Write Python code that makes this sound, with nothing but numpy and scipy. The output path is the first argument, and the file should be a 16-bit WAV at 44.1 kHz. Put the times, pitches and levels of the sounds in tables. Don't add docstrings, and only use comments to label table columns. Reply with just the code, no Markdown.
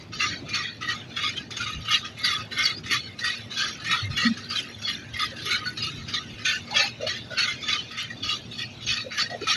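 import sys
import numpy as np
from scipy import signal
from scipy.fft import rfft, irfft, next_fast_len
from scipy.io import wavfile
from scipy.ndimage import uniform_filter1d, map_coordinates

SR = 44100
rng = np.random.default_rng(int(sys.argv[2]) if len(sys.argv) > 2 else 0)


def to_wav(sig):
    pcm = np.clip(np.atleast_2d(sig), -1, 1) * 32767
    pcm = np.round(pcm).astype(np.int16)
    wavfile.write(sys.argv[1], SR, pcm.T)


N = 421596
M = next_fast_len(N + SR)
HZ = np.fft.rfftfreq(M, 1 / SR)
TIME = np.arange(N) / SR


def amp(db):
    return 10 ** (np.asarray(db) / 20)


def unit(x):
    return x / np.sqrt(np.mean(x ** 2) + 1e-20)


def along(points, hz):
    f, value = np.transpose(points)
    return np.interp(np.log(hz + 1), np.log(f + 1), value)


def curves(rows):
    s, *columns = np.transpose(rows)
    return [np.interp(TIME, s, column) for column in columns]


def wobble(per_s):
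    points = rng.standard_normal(int(N * per_s / SR) + 4)
    return map_coordinates(points, [TIME * per_s])


def noise(gain):
    spectrum = rfft(rng.standard_normal(M)) * gain
    return unit(irfft(spectrum, M)[:N])


def resonance(hz, width_hz, at=HZ):
    return 1 / (1 + 2j * (at - hz) / width_hz) ** 2


def patchy(x, depth_db):
    z = signal.stft(x, nperseg=1024)[2]
    field = uniform_filter1d(rng.standard_normal(z.shape), size=5, axis=0)
    field = uniform_filter1d(field, size=4, axis=1)
    return unit(signal.istft(z * amp(depth_db * unit(field)), nperseg=1024)[1][:N])


def blocky_patches(x, depth_db):
    z = signal.stft(x, nperseg=512)[2]
    field = uniform_filter1d(rng.standard_normal(z.shape), size=2, axis=0)
    field = uniform_filter1d(field, size=10, axis=1)
    gain = amp(depth_db * np.tanh(1.5 * unit(field) - .6))
    gain = gain / np.sqrt(np.mean(gain ** 2))
    return signal.istft(z * gain, nperseg=512)[1][:N]


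def add_tone(out, s, length, hz, width_hz, db, rough, edge):
    t = np.arange(round((length + edge) * SR)) / SR
    knots = rng.standard_normal((2, 40))
    real, imag = (map_coordinates(k, [t * width_hz], mode="grid-wrap") for k in knots)
    waver = 1 + rough * (real + 1j * imag)
    tone = np.real(waver * np.exp(2j * np.pi * hz * t))
    level = np.sin(np.pi / 2 * np.clip(np.minimum(t, t[-1] - t) / edge, 0, 1)) ** 2
    part = out[max(round((s - edge / 2) * SR), 0):][:len(t)]
    part += (amp(db) * level * unit(tone))[:len(part)]


# f/Hz, level per Hz/dB
STEEL_COLOUR = [(530, -33), (900, -14.5), (1080, -20), (1230, 2), (1350, 2), (1880, 4.5), (2310, 2.5),
                (4500, 2), (5250, -6), (6510, -7), (7250, -23.5), (10500, -21), (11400, -21), (12300, -56),
                (15600, -37)]


def jingle(modes, taps_per_s, spread_db, waver_db):
    out = np.zeros(len(HZ), complex)
    half = round(500 * M / SR)
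    slots = 2 * half
    slots_per_s = slots * SR / M
    for hz, width_hz, db in modes:
        when, size, turn = rng.random((3, slots))
        waver_points = np.arange(slots) / slots_per_s * 9.5
        waver = np.interp(waver_points, np.arange(200), rng.standard_normal(200))
        size_db = waver_db * waver - spread_db * np.log(size + 0.0013)
        tapped = when < taps_per_s / slots_per_s
        taps = tapped * amp(size_db) * np.exp(2j * np.pi * turn)
        centre = round(hz * M / SR)
        near = slice(centre - half, centre + half)
        ring = resonance(hz, width_hz, HZ[near]) / np.sqrt(width_hz)
        out[near] += amp(db + along(STEEL_COLOUR, hz)) * np.fft.fftshift(np.fft.fft(taps)) * ring
    return out


PART_REST_DB = [-12, -7, -11, -33]
PART_SWING = [1.036, 1.036, 1.08, 1.21]
# t/s, level/dB
IDLE_TICKING = [(0.0, -43.5), (0.74, -41), (0.98, -42.5), (1.89, -38), (3.33, -49), (3.72, -43),
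                (5.19, -42), (5.35, -45), (6.42, -43), (6.58, -53), (7.4, -47), (7.53, -44), (8.33, -55),
                (9.56, -46)]
# t/s, length/s, level/dB, then level/dB against it of the big slats, small fittings
# and finest parts; start below peak/dB, peak at share of length, end below peak/dB, lead-in below peak/dB,
# fall over the tail/dB
JOLTS = [(0.18, 0.14, -29, 0, 0.5, -28.5, 1.5, 0.22, 8.5, 10, 11),
         (0.522, 0.16, -29, -2.5, -7, -31, -1, 0.2, 9, 14, 14),
         (0.877, 0.058, -26.5, 1, -3.5, -24.5, 8, 0.2, 8.5, 8.5, 9),
         (1.152, 0.13, -29.5, -2, -3.5, -23, 1.5, 0.7, 0.5, 18, 9),
         (1.353, 0.035, -34.5, -23, -21, -29, 3, 0.35, 11, 10, 10),
         (1.57, 0.16, -30.5, -5.5, -6.5, -26, 6, 0.26, 6.5, 10, 5),
         (1.869, 0.11, -21.5, -4.5, -8.5, -24, 5, 0.62, 9, 26, 10),
         (2.231, 0.17, -26, -1.5, -4, -17.5, 0, 0.27, 11, 12.5, 11),
         (2.569, 0.14, -25, -0.5, -0.5, -18, 2.5, 0.47, 12, 12.5, 11),
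         (2.896, 0.08, -25, -1, -4, -19.5, 0, 0.35, 10.5, 10.5, 3),
         (3.227, 0.11, -28, -5, -5.5, -18, -1, 0.35, 6.5, 14.5, 4),
         (3.563, 0.12, -27.5, -1.5, -1, -21.5, 5.5, 0.29, 5.5, 8, 3.5),
         (3.856, 0.19, -28.5, -1, -6, -20, -0.5, 0.2, 10, 9, 12),
         (4.162, 0.12, -28, 0.5, -2, -18.5, 2.5, 0.77, 10.5, 11, 0.5),
         (4.501, 0.099, -28, -4.5, -3.5, -18.5, 4, 0.85, 7.5, 15, 3.5),
         (4.846, 0.077, -27.5, -0.5, -1.5, -23, 14, 0.33, 7, 16, 6),
         (5.151, 0.1, -29.5, -0.5, -3, -18, 5, 0.78, 7, 33, 0.5),
         (5.442, 0.11, -27, -1.5, -5, -19, 3.5, 0.62, 3.5, 9, 3),
         (5.819, 0.088, -30, -11, -5.5, -22, -1, 0.38, 9.5, 6, 0),
         (6.124, 0.045, -30, -7, -5, -32, -1, 0.5, 7.5, 9, 36),
         (6.44, 0.12, -25, -8, -1.5, -23.5, -1.5, 0.37, 9, 14.5, 21),
         (6.733, 0.13, -21, -5.5, -4, -29, 2.5, 0.47, 8, 16, 26),
         (7.062, 0.095, -31, -4.5, -3, -22, 1, 0.22, 6, 11.5, 8.5),
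         (7.363, 0.15, -25.5, -3, -4, -24.5, 1.5, 0.31, 6.5, 15, 9),
         (7.668, 0.13, -26.5, -3, -1.5, -26, 0, 0.22, 12, 9, 7),
         (7.965, 0.076, -31, -1, -3.5, -23, 4, 0.35, 8.5, 7, 14),
         (8.227, 0.13, -27, -8.5, -2, -25.5, 7, 0.51, 6, 22, 28),
         (8.573, 0.056, -30.5, -11, -8.5, -22, 6.5, 0.68, 8, 7.5, 14),
         (8.866, 0.13, -25.5, -5.5, -3.5, -25.5, 0, 0.35, 9.5, 13.5, 20),
         (9.165, 0.055, -27, 1.5, 3, -17.5, 2.5, 0.79, 8.5, 12, 11),
         (9.47, 0.11, -23, -4.5, -3.5, -24.5, 1, 0.35, 14, 13, 14)]
LEAD_S, ATTACK_S, DROP_DB, DROP_S = .056, 0.016, 6, 0.019
RINGING_DB = 2
TAIL_S, TAIL_STEEPER = 0.083, [1.48, 1.55, 2.2, 1.2]
HUSH_S, HUSH_DB = 0.087, 6


def shaking():
    hush_times = [-HUSH_S - ATTACK_S, -ATTACK_S, 0]
    hush_db = sum(np.interp(TIME - s + LEAD_S, hush_times, [0, -HUSH_DB, 0]) for s, *_ in JOLTS)
    idle_db = curves(IDLE_TICKING)[0] + hush_db + 3 * wobble(per_s=14)
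    power = amp(np.add.outer(PART_REST_DB, idle_db)) ** 2
    for s, length, db, low_db, high_db, top_db, start_db, share, end_db, lead_db, tail_db in JOLTS:
        t = TIME - s
        rise = share * length
        at = np.cumsum([-LEAD_S - ATTACK_S, ATTACK_S, LEAD_S, ATTACK_S, rise, length - rise, DROP_S])
        body_db = np.interp(t, at, [-60, -lead_db, -lead_db, -start_db, 0, -end_db, -end_db - DROP_DB])
        fall_db = np.outer(TAIL_STEEPER, tail_db * np.maximum(t - at[-1], 0) / TAIL_S)
        part_db = np.add([[low_db], [0], [high_db], [top_db]], db - RINGING_DB)
        power += amp(part_db + np.outer(PART_SWING, body_db) - fall_db) ** 2
    return np.sqrt(power)


PART_EDGES_HZ = [1050, 2300, 4000, 7200, 15600]
# f/Hz, width/Hz, level above the crowd of small tones/dB
SLAT_TONES = [(1243, 57, 5.5), (1481, 37, -4.5), (1668, 150, -3), (1864, 97, -6), (2150, 67, 3),
              (2510, 120, 3), (2824, 180, 1.5), (2960, 160, -1.5), (3380, 190, -2), (3556, 150, 9),
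              (3916, 88, 7), (4465, 140, 4), (5105, 72, 0.5), (5605, 110, 11), (6630, 60, 3),
              (7650, 100, 17.5), (9890, 160, 15), (11217, 190, 21), (11900, 170, 3), (13200, 400, 4),
              (14700, 400, 14)]


def rattle():
    crowd_hz = np.linspace(1130, 11700, num=200) + rng.normal(0, 18, size=200)
    crowd = [(hz, 20 + 0.008 * hz, 0) for hz in crowd_hz]
    spectrum = jingle(SLAT_TONES + crowd, taps_per_s=80, spread_db=2, waver_db=3)
    out = np.zeros(N)
    for lo, hi, level in zip(PART_EDGES_HZ, PART_EDGES_HZ[1:], shaking()):
        part = irfft(spectrum * (HZ >= lo) * (HZ < hi), M)[:N]
        strength = np.sqrt(np.abs(uniform_filter1d(part ** 2, round(0.12 * SR))) + 1e-20)
        out += level * part / strength
    return out


# t/s, rumble level/dB, roar level at 330-950 Hz/dB
ROLLING = [(0.0, -47.5, -51), (0.32, -41.5, -52.5), (0.67, -47.5, -55), (1.2, -44.5, -54),
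           (1.81, -43.5, -54.5), (2.58, -46, -52), (2.98, -46, -55), (3.67, -46, -52), (4.05, -44, -54),
           (4.13, -43, -51), (4.76, -47, -55), (5.93, -42.5, -53.5), (6.5, -46.5, -55), (7.16, -44.5, -53),
           (8.55, -46, -55.5), (8.92, -44.5, -53.5), (9.37, -49, -52), (9.56, -45, -57)]
# f/Hz, level per Hz/dB
RUMBLE_COLOUR = [(15, -53), (25, -43), (78, -2), (108, 3), (184, -2), (237, -4), (286, -4.5), (400, -9.5),
                 (520, -21.5), (880, -120)]
# f/Hz, level per Hz/dB
ROAR_COLOUR = [(250, -56), (330, -2), (600, 1.5), (950, -6.5), (1300, -7.5), (3500, -11), (6000, -21),
               (8000, -32), (11500, -40), (12500, -41), (15500, -39)]
# f/Hz, width/Hz, rms level/dB
DRONES = [(111.5, 26, -51), (233.5, 15.3, -53)]
ROAR_DB = 0.9


def wheels():
    rumble_db, roar_db = (curve + 1.5 * wobble(per_s=6) for curve in curves(ROLLING))
    rumble = amp(rumble_db) * patchy(noise(amp(along(RUMBLE_COLOUR, HZ))), depth_db=2.5)
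    roar = amp(roar_db + ROAR_DB) * patchy(noise(amp(along(ROAR_COLOUR, HZ))), depth_db=1.8)
    drones = sum(amp(db) * noise(resonance(hz, width_hz)) for hz, width_hz, db in DRONES)
    return rumble + roar + drones


def swell(s, length, edge):
    t = TIME - s
    return np.clip(np.minimum(t, length - t) / edge + .5, 0, 1) ** 2


# t/s, relative level/dB, length/s
WIND_THUDS = [(0.134, -27, .04), (.42, -41, .05), (.72, -51, 0.039), (1.75, -18, 0.063), (2.6, -27, 0.059),
              (4.082, -15, 0.067), (4.364, -50, 0.057), (5.13, -20, 0.028), (5.985, -25, 0.062),
              (6.333, -21.5, 0.022), (8.855, -26, 0.088)]


def wind():
    low = noise(resonance(94, 89))
    return low * sum(amp(db - 13.0) * swell(s, length, edge=0.083) for s, db, length in WIND_THUDS)


# t/s, relative level/dB, favoured pitch f/Hz, time to fall by 60 dB/s
CLACKS = [(0.1323, -22, 4390, 0.12), (0.2053, -8, 2670, 0.071), (0.4875, -14.5, 2390, 0.22),
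          (0.5437, -3, 4410, 0.07), (0.8077, -20, 1280, 0.23), (0.8834, -13, 1903, 0.14),
          (1.1653, -16, 3360, 0.083), (1.2266, -17, 3424, 0.23), (1.3647, -15.5, 3120, 0.093),
          (1.5054, -10.5, 1240, 0.028), (1.565, -7, 3550, 0.041), (1.6067, -9.5, 1406, 0.039),
          (1.6661, -16.5, 1246, 0.1), (1.849, -18, 2990, 0.15), (1.9074, -5.5, 3343, 0.075),
          (2.047, -15.5, 1242, 0.093), (2.246, -6, 4510, 0.051), (2.5193, -18.5, 4010, 0.32),
          (2.5727, -26, 2190, 0.096), (2.6554, -10, 4537, 0.18), (2.772, -25.5, 4970, 0.1),
          (2.86, -16, 1815, 0.13), (2.911, -8, 4430, 0.11), (3.189, -10, 3970, 0.06),
          (3.242, -9, 1790, 0.053), (3.515, -22, 3940, 0.17), (3.571, -10, 3450, 0.084),
          (3.8434, -12.5, 4460, 0.067), (3.9104, -3, 1940, 0.052), (4.1683, -10.5, 2920, 0.13),
          (4.3702, -15, 1640, 0.036), (4.4987, -12, 4760, 0.092), (4.556, -11.5, 3940, 0.12),
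          (4.818, -15, 2640, 0.088), (4.8453, -35, 4330, 0.12), (5.1359, -17, 3260, 0.17),
          (5.1927, -8.5, 3346, 0.093), (5.361, -16.5, 2750, 0.1), (5.418, -21.5, 4080, 0.18),
          (5.457, -23, 3420, 0.068), (5.509, -7, 3940, 0.09), (5.6569, -16.5, 1480, 0.26),
          (5.7718, -16.5, 3900, 0.14), (5.825, -13.5, 2860, 0.14), (6.0827, -13.5, 4770, 0.13),
          (6.1383, -10.5, 3670, 0.13), (6.4492, -18, 3380, 0.12), (6.7073, -18, 4344, 0.17),
          (6.76, -2, 3300, 0.087), (7.01, -20.5, 2780, 0.17), (7.0678, -11, 2900, 0.058),
          (7.3142, -23.5, 1426, 0.27), (7.3813, -0.5, 4270, 0.054), (7.478, -14, 3360, 0.13),
          (7.6273, -22, 3390, 0.13), (7.6823, -10, 3440, 0.14), (7.728, -12, 3500, 0.14),
          (7.972, -14.5, 2810, 0.089), (8.1008, -21, 1770, 0.079), (8.229, -17, 4630, 0.097),
          (8.2888, -15, 2857, 0.14), (8.5859, -15, 3370, 0.081), (8.8264, -27, 3400, 0.099),
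          (8.865, -15, 4390, 0.12), (8.968, -18, 4330, 0.17), (9.1184, -26, 3860, 0.19),
          (9.179, -8, 1660, 0.071), (9.2986, -19.5, 4370, 0.092), (9.413, -27, 1350, 0.13),
          (9.469, -4.5, 1316, 0.085)]
DULL_HZ, DULL_DB = 6940, -3.5


def clacks():
    out, t = np.zeros(N + SR), np.arange(SR // 4) / SR
    hz, _, level = np.transpose(SLAT_TONES)
    for s, db, own_hz, t60 in CLACKS:
        pitch = np.append(hz * (1 + 0.013 * rng.standard_normal(len(hz))), own_hz)
        slat_db = level - 29.5 + along(STEEL_COLOUR, hz) + 4 * rng.standard_normal(len(hz))
        gain = amp(np.append(slat_db, 0))
        turn = rng.random((len(pitch), 1))
        ring = gain @ np.sin(2 * np.pi * (pitch[:, None] * t + turn)) * amp(-60 * t / t60)
        chatter = amp(-2.5 - 60 * t / 0.17) * rng.standard_normal(len(t))
        rise = 1 - np.exp(-t / 0.003)
        out[round(s * SR):][:len(t)] += amp(db - 11.5) * rise * (ring + chatter)
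    colour_db = np.minimum(1.13 * along(STEEL_COLOUR, HZ) + 6, 0) + DULL_DB * (HZ > DULL_HZ)
    return irfft(rfft(out, M) * amp(colour_db), M)[:N]


def flight():
    db, before = np.zeros(N), np.arange(SR // 20) / SR
    dip_db = 6 * np.exp(-before / .018) * (1 - np.exp(-before / .003))
    for s, *_ in CLACKS:
        db[round(s * SR)::-1][:len(before)] -= dip_db
    return amp(db)


# t/s, length/s, f/Hz, rms level/dB
SINGLE_RINGS = [(0.189, 0.1, 5790, -38.5), (0.198, 0.054, 2776, -29), (0.203, 0.063, 1224, -33),
                (0.213, 0.04, 3420, -40), (0.249, 0.15, 4470, -40), (0.275, 0.035, 2880, -45),
                (0.296, 0.078, 1900, -45), (0.471, 0.07, 2410, -40), (0.535, 0.032, 4400, -27),
                (0.54, 0.12, 1936, -35), (0.574, 0.055, 5520, -40.5), (0.577, 0.042, 1188, -37),
                (0.609, 0.128, 4440, -44.5), (0.629, 0.065, 3330, -38), (0.824, 0.035, 1264, -34),
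                (0.875, 0.061, 1883, -31), (0.886, 0.045, 3020, -36), (1.161, 0.12, 3366, -33),
                (1.213, 0.038, 2900, -35), (1.229, 0.071, 4930, -39), (1.232, 0.05, 1200, -33.5),
                (1.359, 0.036, 3135, -33.5), (1.562, 0.23, 2840, -43), (1.843, 0.063, 3080, -40),
                (1.591, 0.055, 2430, -36.5), (1.598, 0.042, 1442, -32), (1.656, 0.054, 1224, -34.5),
                (1.902, 0.053, 3366, -28.5), (1.938, 0.045, 2620, -36), (2.03, 0.041, 1250, -39),
                (2.029, 0.058, 3330, -39), (2.233, 0.033, 4790, -26.5), (2.237, 0.034, 3430, -31),
                (2.245, 0.038, 4460, -28), (2.242, 0.09, 2125, -33.5), (2.301, 0.065, 3410, -31),
                (2.326, 0.074, 1225, -36.5), (2.516, 0.092, 3970, -41), (2.565, 0.064, 1515, -36),
                (2.56, 0.097, 2157, -29), (2.574, 0.045, 3130, -35), (2.615, 0.09, 3370, -32.5),
                (2.639, 0.025, 4810, -23.5), (2.643, 0.029, 4480, -21.5), (2.696, 0.064, 4400, -41),
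                (2.896, 0.19, 4360, -41.5), (2.757, 0.032, 4810, -37.5), (2.905, 0.055, 2775, -38),
                (2.9, 0.072, 2010, -35), (2.953, 0.055, 3450, -35), (2.921, 0.045, 1210, -32),
                (3.21, 0.11, 1916, -30), (3.237, 0.061, 4620, -35), (3.276, 0.044, 3000, -37),
                (3.303, 0.077, 4440, -40.5), (3.51, 0.1, 3990, -38), (3.563, 0.11, 1586, -37.5),
                (3.566, 0.19, 5640, -44), (3.574, 0.063, 4430, -36), (3.588, 0.044, 2520, -38),
                (3.235, 0.073, 3610, -37), (3.561, 0.098, 3376, -33), (3.864, 0.097, 1850, -30.5),
                (3.889, 0.074, 1285, -30.5), (3.891, 0.11, 3420, -36.5), (3.896, 0.062, 3820, -28.5),
                (3.91, 0.052, 2590, -33), (3.945, 0.11, 4350, -39.5), (3.949, 0.059, 1400, -37),
                (3.965, 0.049, 3710, -38), (4.034, 0.049, 2120, -38.5), (4.154, 0.12, 3390, -33.5),
                (4.175, 0.039, 2790, -29.5), (4.178, 0.11, 1913, -29), (4.224, 0.056, 4390, -33),
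                (4.49, 0.043, 4650, -35), (4.571, 0.028, 3180, -29.5), (4.835, 0.085, 3390, -33.5),
                (4.839, 0.046, 4380, -33), (5.143, 0.12, 2086, -36), (5.209, 0.043, 1227, -29.5),
                (5.216, 0.046, 4990, -33), (5.496, 0.081, 1460, -33.5), (5.506, 0.05, 2220, -28),
                (5.517, 0.049, 4100, -29.5), (5.648, 0.049, 4420, -32), (5.659, 0.036, 1435, -40.5),
                (5.767, 0.088, 4340, -38.5), (5.807, 0.077, 2820, -37), (5.872, 0.021, 1265, -38),
                (5.821, 0.031, 4900, -31), (6.128, 0.036, 4820, -35), (6.159, 0.034, 4010, -34.5),
                (6.164, 0.025, 1880, -31.5), (6.164, 0.025, 3390, -30), (6.452, 0.049, 3620, -38.5),
                (6.457, 0.13, 1510, -34.5), (6.46, 0.11, 1770, -33), (6.744, 0.11, 2660, -31),
                (6.75, 0.042, 3360, -29), (6.752, 0.08, 1800, -29.5), (6.79, 0.05, 3820, -32),
                (6.852, 0.04, 2580, -34.5), (7.061, 0.063, 4360, -33.5), (7.093, 0.03, 1910, -32),
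                (7.306, 0.21, 1455, -37.5), (7.37, 0.075, 2705, -30), (7.372, 0.088, 4380, -27),
                (7.372, 0.04, 2220, -35), (7.436, 0.089, 3390, -39), (7.714, 0.062, 4450, -41),
                (7.639, 0.15, 1240, -40.5), (7.66, 0.049, 1770, -37), (7.713, 0.045, 2510, -33.5),
                (7.625, 0.11, 3500, -37), (7.709, 0.027, 3930, -25), (7.735, 0.077, 3060, -34),
                (7.96, 0.041, 3540, -36), (8.01, 0.043, 3130, -37), (8.093, 0.047, 1900, -38),
                (8.225, 0.13, 3370, -34.5), (8.295, 0.054, 2880, -32.5), (8.302, 0.06, 1237, -37),
                (8.222, 0.11, 4470, -38), (8.528, 0.14, 4400, -40.5), (8.576, 0.053, 3510, -38),
                (8.599, 0.049, 1900, -37), (8.86, 0.052, 6400, -39), (8.954, 0.087, 4430, -36.5),
                (8.872, 0.055, 2590, -36), (9.198, 0.039, 4480, -26.5), (9.159, 0.03, 1680, -33),
                (9.175, 0.078, 3450, -37), (9.299, 0.064, 1920, -39), (9.468, 0.072, 1250, -36)]
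FAINT_DB, FAINT_S, FAINT_SPREAD_DB = -12.5, 0.0603, 0.5
BIG_HZ, BIG_DB = 1238, -13


def rings():
    out, faint = np.zeros(N), []
    low_tones = [hz for hz, *_ in SLAT_TONES[:12]]
    for s, length, db, low_db, *_ in JOLTS:
        for when, span, pick, size in rng.random(size=(2, 4)):
            hz = low_tones[int(pick * len(low_tones))]
            faint_db = db + FAINT_DB + FAINT_SPREAD_DB * (2 * size - 1)
            faint.append((s + when * length / 2, FAINT_S * (.5 + span), hz, faint_db))
        faint.append((s + length * rng.random() / 2, length / 2, BIG_HZ, db + low_db + BIG_DB))
    for s, length, hz, db in SINGLE_RINGS + faint:
        add_tone(out, s, length, hz, 130, db, rough=2.5, edge=.01)
    return out


# t/s, length/s, f/Hz, width/Hz, rms level of the tone/dB
HOLLOW_NOTES = [(0.43, 0.041, 565, 340, -48), (0.417, 0.029, 298, 140, -42.5), (.43, 0.039, 140, 63, -39),
                (5.32, 0.029, 532, 69, -47.5), (5.448, 0.074, 397, 107, -47.5),
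                (3.929, 0.036, 1015, 91, -43), (4.027, 0.11, 104.6, 21, -33.5),
                (4.226, 0.032, 518, 95, -44), (4.253, 0.077, 229, 12.3, -23.5),
                (6.706, 0.045, 838, 51, -35.5), (6.753, 0.065, 572, 84, -38), (6.781, 0.1, 804, 67, -41),
                (7.004, 0.05, 564.4, 168, -33.5), (7.054, 0.033, 620, 30, -36.5),
                (7.304, 0.036, 600, 95, -42), (9.042, 0.054, 520, 74, -42), (9.303, 0.066, 661, 146, -37.5),
                (9.335, 0.033, 502, 160, -42), (9.413, 0.032, 395, 300, -35.5),
                (9.474, 0.036, 793, 74, -46.5)]


def notes():
    out = np.zeros(N)
    for s, length, hz, width_hz, db in HOLLOW_NOTES:
        add_tone(out, s, length, hz, width_hz, db, rough=1.9, edge=0.0206)
        add_tone(out, s, length, hz, .6 * hz - 60, db - 4, rough=2.8, edge=0.02002)
    return out


def scene():
    shaken = flight() * (blocky_patches(rattle(), depth_db=8.5) + rings())
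    steel = shaken + blocky_patches(clacks(), depth_db=6.5)
    return (steel + wheels() + wind() + notes())[None]


def record(dry):
    return irfft(rfft(dry, M) * (HZ < 15600), M)[:, :N]


dry = scene()
out = record(dry)
to_wav(out)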